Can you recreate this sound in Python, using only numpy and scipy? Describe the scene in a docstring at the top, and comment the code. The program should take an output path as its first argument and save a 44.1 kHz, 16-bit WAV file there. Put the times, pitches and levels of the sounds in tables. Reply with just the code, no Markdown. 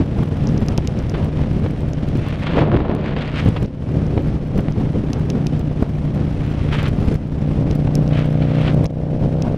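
"""Wind buffeting a helmet camera's microphone, on a V-twin motorcycle crossing a road bridge.
Eddies rumble, thump and crackle at the microphone port, and the rush brightens as the head turns.
Something loose on the mount ticks, and the exhaust rises out of the wind as the throttle opens.
A faint, steady, wide hiss lies underneath. Now and then the whole mix ducks and creeps back."""
import sys
import numpy as np
from scipy import signal
from scipy.fft import rfft, irfft, next_fast_len
from scipy.io import wavfile
from scipy.ndimage import uniform_filter1d

SR = 44100
rng = np.random.default_rng(int(sys.argv[2]) if len(sys.argv) > 2 else 0)


def to_wav(sig):
    """Store sig (one row per channel, or 1-D mono) as 16-bit WAV at the path in sys.argv[1].

    Samples outside -1..1 are clipped; the rate is SR.
    """
    pcm = np.clip(np.atleast_2d(sig), -1, 1) * 32767
    pcm = np.round(pcm).astype(np.int16)
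    wavfile.write(sys.argv[1], SR, pcm.T)  # frames by channels


N = 422037
T = np.arange(N) / SR

# tone of the airflow, from the largest eddies to the smallest: f/Hz, level/dB
BUFFET_EQ = [(20, -1), (45, -4), (70, 2), (160, 0), (220, -2), (330, -9.5), (500, -16.5), (900, -44)]
ROAR_EQ = [(150, -33.5), (300, -1.5), (420, -2.5), (650, -6.5), (1000, -14.5), (1600, -24.5), (3000, -43.5)]
RUSH_EQ = [(500, -13), (1150, 4.5), (1600, 3), (2300, 2.5), (3200, -0.5), (4300, -10), (6000, -27.5),
           (9000, -36.5)]
HISS_EQ = [(2500, -8.5), (4000, 0), (5500, 0.5), (7000, -8), (8500, -9.5), (10200, -11), (12000, -20),
           (15000, -38.5)]
# the five wind layers (rumble, boom, roar, rush, hiss), centre of each: f/Hz
LAYER_CENTRES = [65, 200, 480, 2300, 6500]
# their base balance: level/dB
LAYER_BALANCE = [-19, -19.5, -34, -49.5, -58]
# slow drift in the strength of the airflow: t/s, level/dB
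FLOW_DRIFT = [(0, 0.7), (1.2, 0.64), (2.199, -0.4), (4.4, -1.3), (5.9, 0), (7, 1.87), (8, 0.85),
              (9.57, -0.2)]
# gusts (lulls where negative), lower in pitch for larger eddies: crest t/s, length/s, lift/dB, f/Hz
GUSTS = [(0.005, 0.05, 20, 130), (0.199, 0.1, 8.5, 234), (0.541, 0.26, 8, 201), (0.693, 0.078, 6.5, 270),
         (0.996, 0.12, 7, 75), (1.222, 0.13, 8, 600), (1.426, 0.084, 6, 790), (1.413, 0.12, 6.5, 54.8),
         (1.61, 0.17, 7.5, 161), (2.14, 0.24, 5.5, 69.3), (2.592, 0.22, 15, 343), (2.743, 0.15, 9.5, 220),
         (2.928, 0.11, 5.5, 349), (3.07, .07, 7, 3200), (3.15, 0.038, -8, 2300), (3.219, 0.034, 11, 3370),
         (3.288, 0.02, 1, 3400), (3.32, 0.046, -5, 2320), (3.387, 0.072, 7.5, 3400), (3.472, 0.13, 13, 172),
         (3.638, 0.11, 6, 200), (3.64, 0.11, 1, 4500), (3.995, 0.37, 7.5, 180), (4.167, 0.17, 7, 190),
         (4.306, 0.13, 9.5, 120), (4.581, 0.089, 12.5, 210), (4.675, 0.037, 7, 190), (4.82, 0.12, 8.5, 240),
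         (4.968, 0.076, 11.5, 139), (5.173, 0.13, 7, 280), (5.361, 0.23, 8.5, 260),
         (5.563, 0.1, 4.5, 128.5), (5.82, 0.058, 5.5, 200), (6.045, 0.078, 4, 200),
         (6.186, 0.097, 7.5, 350), (6.742, 0.047, 7.5, 4200), (6.794, 0.028, 7, 4187),
         (6.876, 0.038, 5, 4200), (6.94, 0.31, 2, 150), (7.09, 0.26, 2.5, 4500), (7.127, 0.052, 5.5, 200),
         (7.681, 0.069, 8.5, 150), (7.99, 0.15, 4, 300), (8.3, 0.67, -5, 170), (8.855, 0.023, 10, 70),
         (9.24, 0.088, 8, 110), (9.461, 0.11, 8, 450)]
# a look over the shoulder and two glances; the curves add up to the angle off the wind: t/s, angle/deg
HEAD_TURNS = [
    [(2.18, -2), (2.27, 11.5), (2.41, 7), (2.48, 42), (2.6, 39), (2.67, 58), (2.85, 69), (3.03, 52),
     (3.2, 45), (3.3, 35), (3.39, 18), (3.45, 6), (3.62, -3)],
    [(6.2, 4.4), (6.7, 11), (6.73, 24), (6.87, 21.6), (6.91, 3.5)],
    [(8.07, 14), (8.19, 38.6), (8.29, 18), (8.56, 29), (8.68, 33.6), (8.76, 13)],
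]
# as the port turns, air rushes over its edge, then roars on it broadside and loses its hiss:
# angle/deg, rumble/dB, boom/dB, roar/dB, rush/dB, hiss/dB
ANGLE_MIX = [(0, 2, 3.5, 2.5, -8, -1), (17.5, -1.5, -4, -2.5, 4, 0.46), (35.2, 0, -8, 2.2, 16.5, 3.5),
             (56, -6, -6, 1, 14.5, -3.5), (79.3, -2, -1.5, 6.5, 5, -31)]
# gusts that slap the microphone: t/s, relative level/dB, brightness/dB, t60/s
SLAPS = [(0.23, -10, -23, 0.03), (0.781, -3, -26, 0.029), (1.139, -17, -17, 0.13), (1.661, -6.5, -23, 0.03),
         (2.467, -18, -11, 0.099), (2.764, -8.5, -15.5, 0.024), (2.802, -8, -24, 0.03),
         (3.163, -17, -12.5, 0.054), (3.562, -18, -13, 0.084), (4.176, -8.5, -17, 0.025),
         (4.59, -9.5, -23.5, 0.032), (4.683, -12.5, -11, 0.016), (5.824, -6, -39.5, 0.04),
         (7.872, -12.5, -18.5, 0.028), (8.421, -17.5, -10.5, 0.036), (8.677, -12.5, -11, 0.044),
         (8.852, -14, -14, 0.021)]
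# single eddies striking the port: t/s, signed strength
THUMPS = [(.784, 1), (2.585, 0.6), (2.614, 0.18), (2.765, -0.88), (2.807, -0.2), (2.9506, -.45),
          (3.488, 0.97), (4.178, 1), (4.685, 0.76), (5.825, 1), (7.877, -0.36), (8.841, -0.54)]
# rips of the flow while the port is broadside: t/s, level/dB
RIPS = [(2.7175, -1), (2.744, -3), (2.754, -4), (2.772, -0.5), (2.8535, -9), (2.8832, -9), (2.902, -8),
        (2.915, -6)]
# strong crackles at the port: t/s, relative level/dB
CRACKLES = [(.2344, -51), (.6634, -54), (1.246, -48), (2.1735, -48), (2.2857, -48), (2.9506, -49.5),
            (3.4885, -45.5), (3.6281, -49), (5.5947, -48), (5.8251, -44), (6.888, -47), (7.753, -48),
            (8.2577, -51), (8.6139, -51), (8.745, -49), (8.8437, -44)]
# tone of a crackle: f/Hz, level/dB
CRACKLE_EQ = [(700, 11), (2500, 7.5), (7000, 0), (14000, -4)]
# ticks of the loose mount: t/s, relative peak/dB, low ring/dB, top ring/dB
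TICKS = [(0.4713, -22.5, -11.5, -7), (0.489, -31, -9, -4), (0.577, -26.5, -5, -3), (0.6841, -18, -5, 2),
         (0.777, -14.5, 1, 3), (0.8736, -15.5, 1, 2), (0.989, -30.5, -15, 2), (1.096, -26, -18, 3),
         (1.933, -27.5, -5, -2), (3.6595, -36, -3, -3), (4.066, -36, -6, 3), (4.7223, -33.5, -3, -3),
         (5.1316, -18, 1, 2), (5.301, -18.5, 2, 0), (5.468, -18.5, 3, 3), (7.1564, -36.5, -6, 11),
         (7.711, -22.5, 5, 1), (7.9532, -17.5, -8, 8), (8.077, -29, 2, -2), (8.857, -23, -1, -4),
         (8.864, -30, -6, -8), (9.422, -20, -1, 0)]
# ringing modes of the mount: f/Hz, level/dB, t60/s
MOUNT_MODES = [(2650, -4, .004), (3250, -5, .003), (3800, -4, .003), (5100, -1, .0035), (5700, 0, .003),
               (6300, -2, .003), (7200, -15, .002), (9900, -13, .0018), (12500, -18, .0015)]
# engine speed in four-stroke cycles: t/s, rate/Hz
CYCLE_RATE = [(0, 30.24), (4, 30.05), (4.8, 29.9), (5.8, 29.85), (7.1, 29.7), (7.6, 29.84), (8.1, 30.2),
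              (9, 31.18), (9.57, 31.73)]
# the exhaust's boom follows the throttle, its bark the engine load: t/s, level/dB
BOOM_FADER = [(0, -23.5), (2, -23.5), (3.4, -24.5), (5, -23), (7.1, -21), (7.65, -16.5), (8.83, -15.5),
              (9.1, -18), (9.57, -19)]
BARK_FADER = [(0, -38.5), (7.1, -41), (7.7, -32), (8.8, -28.3), (9.57, -28.5)]
# tone of the exhaust pipe's boom and bark: f/Hz, level/dB
BOOM_EQ = [(30, -14), (90, -13), (122, 2), (153, -.5), (214, -9), (245, -14), (275, -5.5), (365, -28)]
BARK_EQ = [(365, -10), (420, -7), (460, 0), (580, -2), (670, -7), (820, -14), (920, -23), (1200, -36)]
# tone of the faint, wide hiss: f/Hz, level/dB
WIDE_HISS_EQ = [(60, 14.5), (200, 9.5), (450, -8.5), (1200, -17.5), (3000, -24.5), (5500, -28),
                (9000, -30.5), (14000, -40)]
# sudden dips of the whole mix: t/s, depth/dB
DIPS = [(0.02, 2.5), (0.795, 2), (3.66, 9.5), (5.835, 3.5), (7.16, 8.5), (8.865, 11.5)]


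def wind(rumble_db, boom_db, roar_db, rush_db, hiss_db, split_hz=130, swell_db=1):
    """Large eddies shake the port and break into bursts of smaller, brighter ones."""
    eddies = unit(wander(55) + 2.24 * wander(160))
    buffet = turbulence(BUFFET_EQ, 2.77 * eddies)
    rumble = signal.sosfiltfilt(signal.butter(3, split_hz, fs=SR, output="sos"), buffet)
    boom = buffet - rumble
    # the fine turbulence flares at each crest of the pressure wave
    crests = unit(np.abs(buffet) - np.mean(np.abs(buffet)))
    burst = unit(eddies + .5 * crests)
    roar = turbulence(ROAR_EQ, 1.35 * burst + 2.1 * wander(76))
    rush = turbulence(RUSH_EQ, 2.07 * burst + 0.36 * wander(50))
    hiss = turbulence(HISS_EQ, 1.75 * burst + wander(40))
    small_gusts = undb(swell_db * wander(18.6))
    low_end = rumble * undb(rumble_db) + boom * undb(boom_db)
    return small_gusts * (low_end + roar * undb(roar_db) + rush * undb(rush_db) + hiss * undb(hiss_db))


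def airflow_faders(angle_deg, gust_share=0.32, gust_octaves=1.14):
    """Levels in dB of the five wind layers: a drifting flow, recoloured by head turns, lifted by gusts."""
    degrees, *angle_db = np.transpose(ANGLE_MIX)
    levels = np.array([base + np.interp(angle_deg, degrees, column)
                       for base, column in zip(LAYER_BALANCE, angle_db)])
    levels += automation(FLOW_DRIFT)
    for s, length, db, hz in GUSTS:
        during = np.abs(T - s) < length / 2
        swell_db = db * np.cos(np.pi * (T[during] - s) / length)
        # every layer gets a share of the gust; one at its pitch gets all of it
        nearness = np.exp(-(np.log2(np.array(LAYER_CENTRES) / hz) / gust_octaves) ** 2)
        levels[:, during] += np.outer(gust_share + (1 - gust_share) * nearness, swell_db)
    return levels


def turbulence(eq, flutter_db):
    """Flow noise that flutters quickly while its strength is held steady over 90 ms."""
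    noise = band(rng.standard_normal(N), eq) * undb(flutter_db)
    span = int(0.09 * SR)
    power = uniform_filter1d(uniform_filter1d(noise ** 2, span), span // 2)
    return noise / np.sqrt(power + 1e-9)


def slaps(body_db=-3, edge_db=6, rise_s=.003):
    """A sudden gust hits the port: a burst of roar with an edge of rush, quickly blown past."""
    t = np.arange(SR // 4) / SR
    attack = 1 - np.exp(-(t / rise_s) ** 2)
    body, edge = np.zeros((2, N))
    for s, db, brightness_db, t60 in SLAPS:
        blow = attack * decay(t, t60)
        add(body, s - rise_s / 2, undb(db + body_db) * blow)
        add(edge, s - rise_s / 2, undb(db + brightness_db + edge_db) * blow)
    return body * turbulence(ROAR_EQ, 0) + edge * turbulence(RUSH_EQ, 0)


def vortices(hits, width_s, round_s):
    """Each hit becomes a passing vortex core: a sharp pressure peak between two shallow troughs."""
    distance = np.hypot(np.arange(-SR // 50, SR // 50) / SR, round_s) / width_s
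    return signal.fftconvolve(hits, (1 - distance) * np.exp(-distance), "same")


def thumps():
    """The largest cores land as single thumps."""
    hits = np.zeros(N)
    for s, strength in THUMPS:
        add(hits, s, [strength])
    return vortices(hits, width_s=0.0017, round_s=0.000043)


def spits(flow_db, per_s, lift_db, spread_db, width_s, round_s):
    """Small cores spit at random, riding the level of the flow that carries them."""
    size_db = flow_db + lift_db + spread_db * np.minimum(rng.exponential(size=N), 3)
    hits = (rng.random(N) < per_s / SR) * rng.choice([-1, 1], N) * undb(size_db)
    return vortices(hits, width_s, round_s)


def tearing(angle_deg, rush_db, onset_deg=12):
    """At an angle the flow tears off the port's edge: a dense rasp, and a few rips when broadside."""
    torn_db = np.where(angle_deg > onset_deg, rush_db, -np.inf)
    rasp = spits(torn_db, per_s=140, lift_db=14.5, spread_db=3.8, width_s=.00012, round_s=.00005)
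    rips = np.zeros(N)
    for s, db in RIPS:
        add(rips, s, [undb(db)])
    return rasp + vortices(rips, width_s=0.00018, round_s=.00009)


def crackles(hiss_db, per_s=16, spread_db=3.5, faint_db=-6, gain_db=7, decay_s=0.0012):
    """Tiny snaps of air at both ports: a few strong ones, and many faint ones that follow the hiss."""
    t = np.arange(SR // 200) / SR
    ports = np.zeros((2, N))
    size_db = hiss_db + faint_db + spread_db * np.minimum(rng.exponential(size=N), 4)
    faint = [(i / SR, size_db[i]) for i in np.flatnonzero(rng.random(N) < per_s / SR)]
    for s, db in [*CRACKLES, *faint]:
        envelope = undb(db + gain_db) * np.exp(-t / decay_s)
        centre = rng.standard_normal(len(t))
        for port in ports:
            add(port, s, envelope * (centre + 2.2 * rng.standard_normal(len(t))))
    return np.array([colour(port, CRACKLE_EQ) for port in ports])


def mount_ticks(gain_db=2, attack_s=0.00018, lag_s=0.00036, bounce_s=0.0017, bounce_db=-9):
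    """Small hard contacts snap the well-damped mount and bounce once."""
    out = np.zeros(N)
    t = np.arange(SR // 50) / SR
    hz, db, t60 = np.transpose(MOUNT_MODES)[:, :, None]
    polarity = (-1) ** np.arange(len(hz))[:, None]
    for s, peak_db, low_db, top_db in TICKS:
        gap_s = bounce_s * np.exp(0.25 * rng.standard_normal())
        detuned_hz = hz * (1 + .015 * rng.standard_normal(hz.shape))
        gains = polarity * undb(db + low_db * (hz < 4500) + top_db * (hz > 7000))
        ring = np.sum(gains * np.sin(2 * np.pi * detuned_hz * t) * decay(t, t60), axis=0)
        ring *= 1 - np.exp(-t / attack_s)
        ring *= undb(peak_db + gain_db) / np.abs(ring).max()
        add(out, s + lag_s, ring)
        add(out, s + lag_s + gap_s, undb(bounce_db) * ring)
    return out


def exhaust(firing_deg=(170, 465), cylinder_db=(-1.5, 0), scatter_db=1.4, jitter_cycles=.002):
    """Two cylinders fire at uneven intervals into the pipe, which booms, and barks under load."""
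    cycles = np.cumsum(automation(CYCLE_RATE)) / SR
    firings = np.arange(int(cycles[-1]))[:, None] + np.array(firing_deg) / 720
    firings += jitter_cycles * rng.standard_normal(firings.shape)
    firing_db = np.array(cylinder_db) + scatter_db * rng.standard_normal(firings.shape)
    pulses = np.zeros(N)
    pulses[np.searchsorted(cycles, firings)] = undb(firing_db)
    boom = band(pulses, BOOM_EQ) * undb(automation(BOOM_FADER))
    bark = pipe_echo(band(pulses, BARK_EQ)) * undb(automation(BARK_FADER))
    return boom + bark


def pipe_echo(x, trip_s=.003, feedback=.35):
    """All-pass echo: each pulse runs up and down the pipe before it has all left."""
    size = next_fast_len(N)
    delay = np.exp(-2j * np.pi * np.fft.rfftfreq(size, 1 / SR) * trip_s)
    return irfft(rfft(x, size) * (delay - feedback) / (1 - feedback * delay))[:N]


def wide_hiss(level_db=-49):
    """A faint, steady, wide hiss, opposite in left and right."""
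    hiss = turbulence(WIDE_HISS_EQ, wander(30)) * undb(level_db + .8 * wander(2))
    return np.array([hiss, -hiss])


def dips(fall_s=.004, recover_s=0.17):
    """A gain that ducks abruptly at each dip and creeps back."""
    db = np.zeros(N)
    for s, depth_db in DIPS:
        since = np.maximum(T - s, 0)
        db -= depth_db * np.minimum(since / fall_s, 1) * np.exp(-since / recover_s)
    return undb(db)


def colour(x, eq):
    """Minimum-phase EQ through points of f/Hz, level/dB."""
    hz, db = np.transpose(eq)
    size = 2 * next_fast_len(N)
    f = np.maximum(np.fft.rfftfreq(size, 1 / SR), 1)
    cepstrum = irfft(np.log(undb(np.interp(np.log(f), np.log(hz), db))))
    # folding the cepstrum keeps any ringing after the hit
    cepstrum[1:size // 2] *= 2
    cepstrum[size // 2 + 1:] = 0
    return irfft(rfft(x, size) * np.exp(rfft(cepstrum)))[:N]


def band(x, eq):
    """EQ with steep skirts beyond its outer points, scaled to rms 1."""
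    (low, low_db), (high, high_db) = eq[0], eq[-1]
    return unit(colour(x, [(low / 2, low_db - 30), *eq, (high * 8, high_db - 100)]))


def wander(per_s):
    """Smooth random modulation at rms 1, changing about per_s times a second."""
    span = int(SR / per_s)
    return unit(uniform_filter1d(uniform_filter1d(rng.standard_normal(N), span), span))


def automation(points):
    """A line through timed points, sample by sample, holding its end values."""
    return np.interp(T, *np.transpose(points))


def decay(t, t60):
    """A tail that falls 60 dB in t60 seconds."""
    return np.exp(-np.log(1000) * t / t60)


def add(out, s, sound):
    """Mix a short sound in at time s."""
    i = int(np.clip(s * SR, 0, N - 1))
    out[i:i + len(sound)] += sound[:N - i]


def undb(db):
    """Decibels to gain."""
    return 10 ** (np.asarray(db) / 20)


def unit(x):
    """Scale to rms 1."""
    return x / np.sqrt(np.mean(x ** 2))


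def scene(spit_limit_db=-28):
    """Wind, mount and exhaust in the centre, crackles and a faint hiss spread wide; all dip together."""
    angle_deg = sum(automation(turn) for turn in HEAD_TURNS)
    rumble_db, boom_db, roar_db, rush_db, hiss_db = airflow_faders(angle_deg)
    air = wind(rumble_db, boom_db, roar_db, rush_db, hiss_db) + slaps() + thumps()
    spit_db = np.minimum(roar_db, spit_limit_db)  # spits stop growing and merge into a louder roar
    spatter = spits(spit_db, per_s=50, lift_db=5, spread_db=3, width_s=0.00036, round_s=.00006)
    grit = spatter + tearing(angle_deg, rush_db) + crackles(hiss_db)
    return (air + grit + mount_ticks() + exhaust() + wide_hiss()) * dips()


def record(dry):
    """The left port is a little hotter; the camera rounds peaks near full scale and cuts the top."""
    ports = dry * undb([[.12], [-.12]])
    soft_clipped = ports / (1 + ports ** 8) ** (1 / 8)
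    high_cut = signal.ellip(8, .2, 70, 15600, fs=SR, output="sos")
    return signal.sosfilt(high_cut, soft_clipped)


dry = scene()
out = record(dry)
to_wav(out)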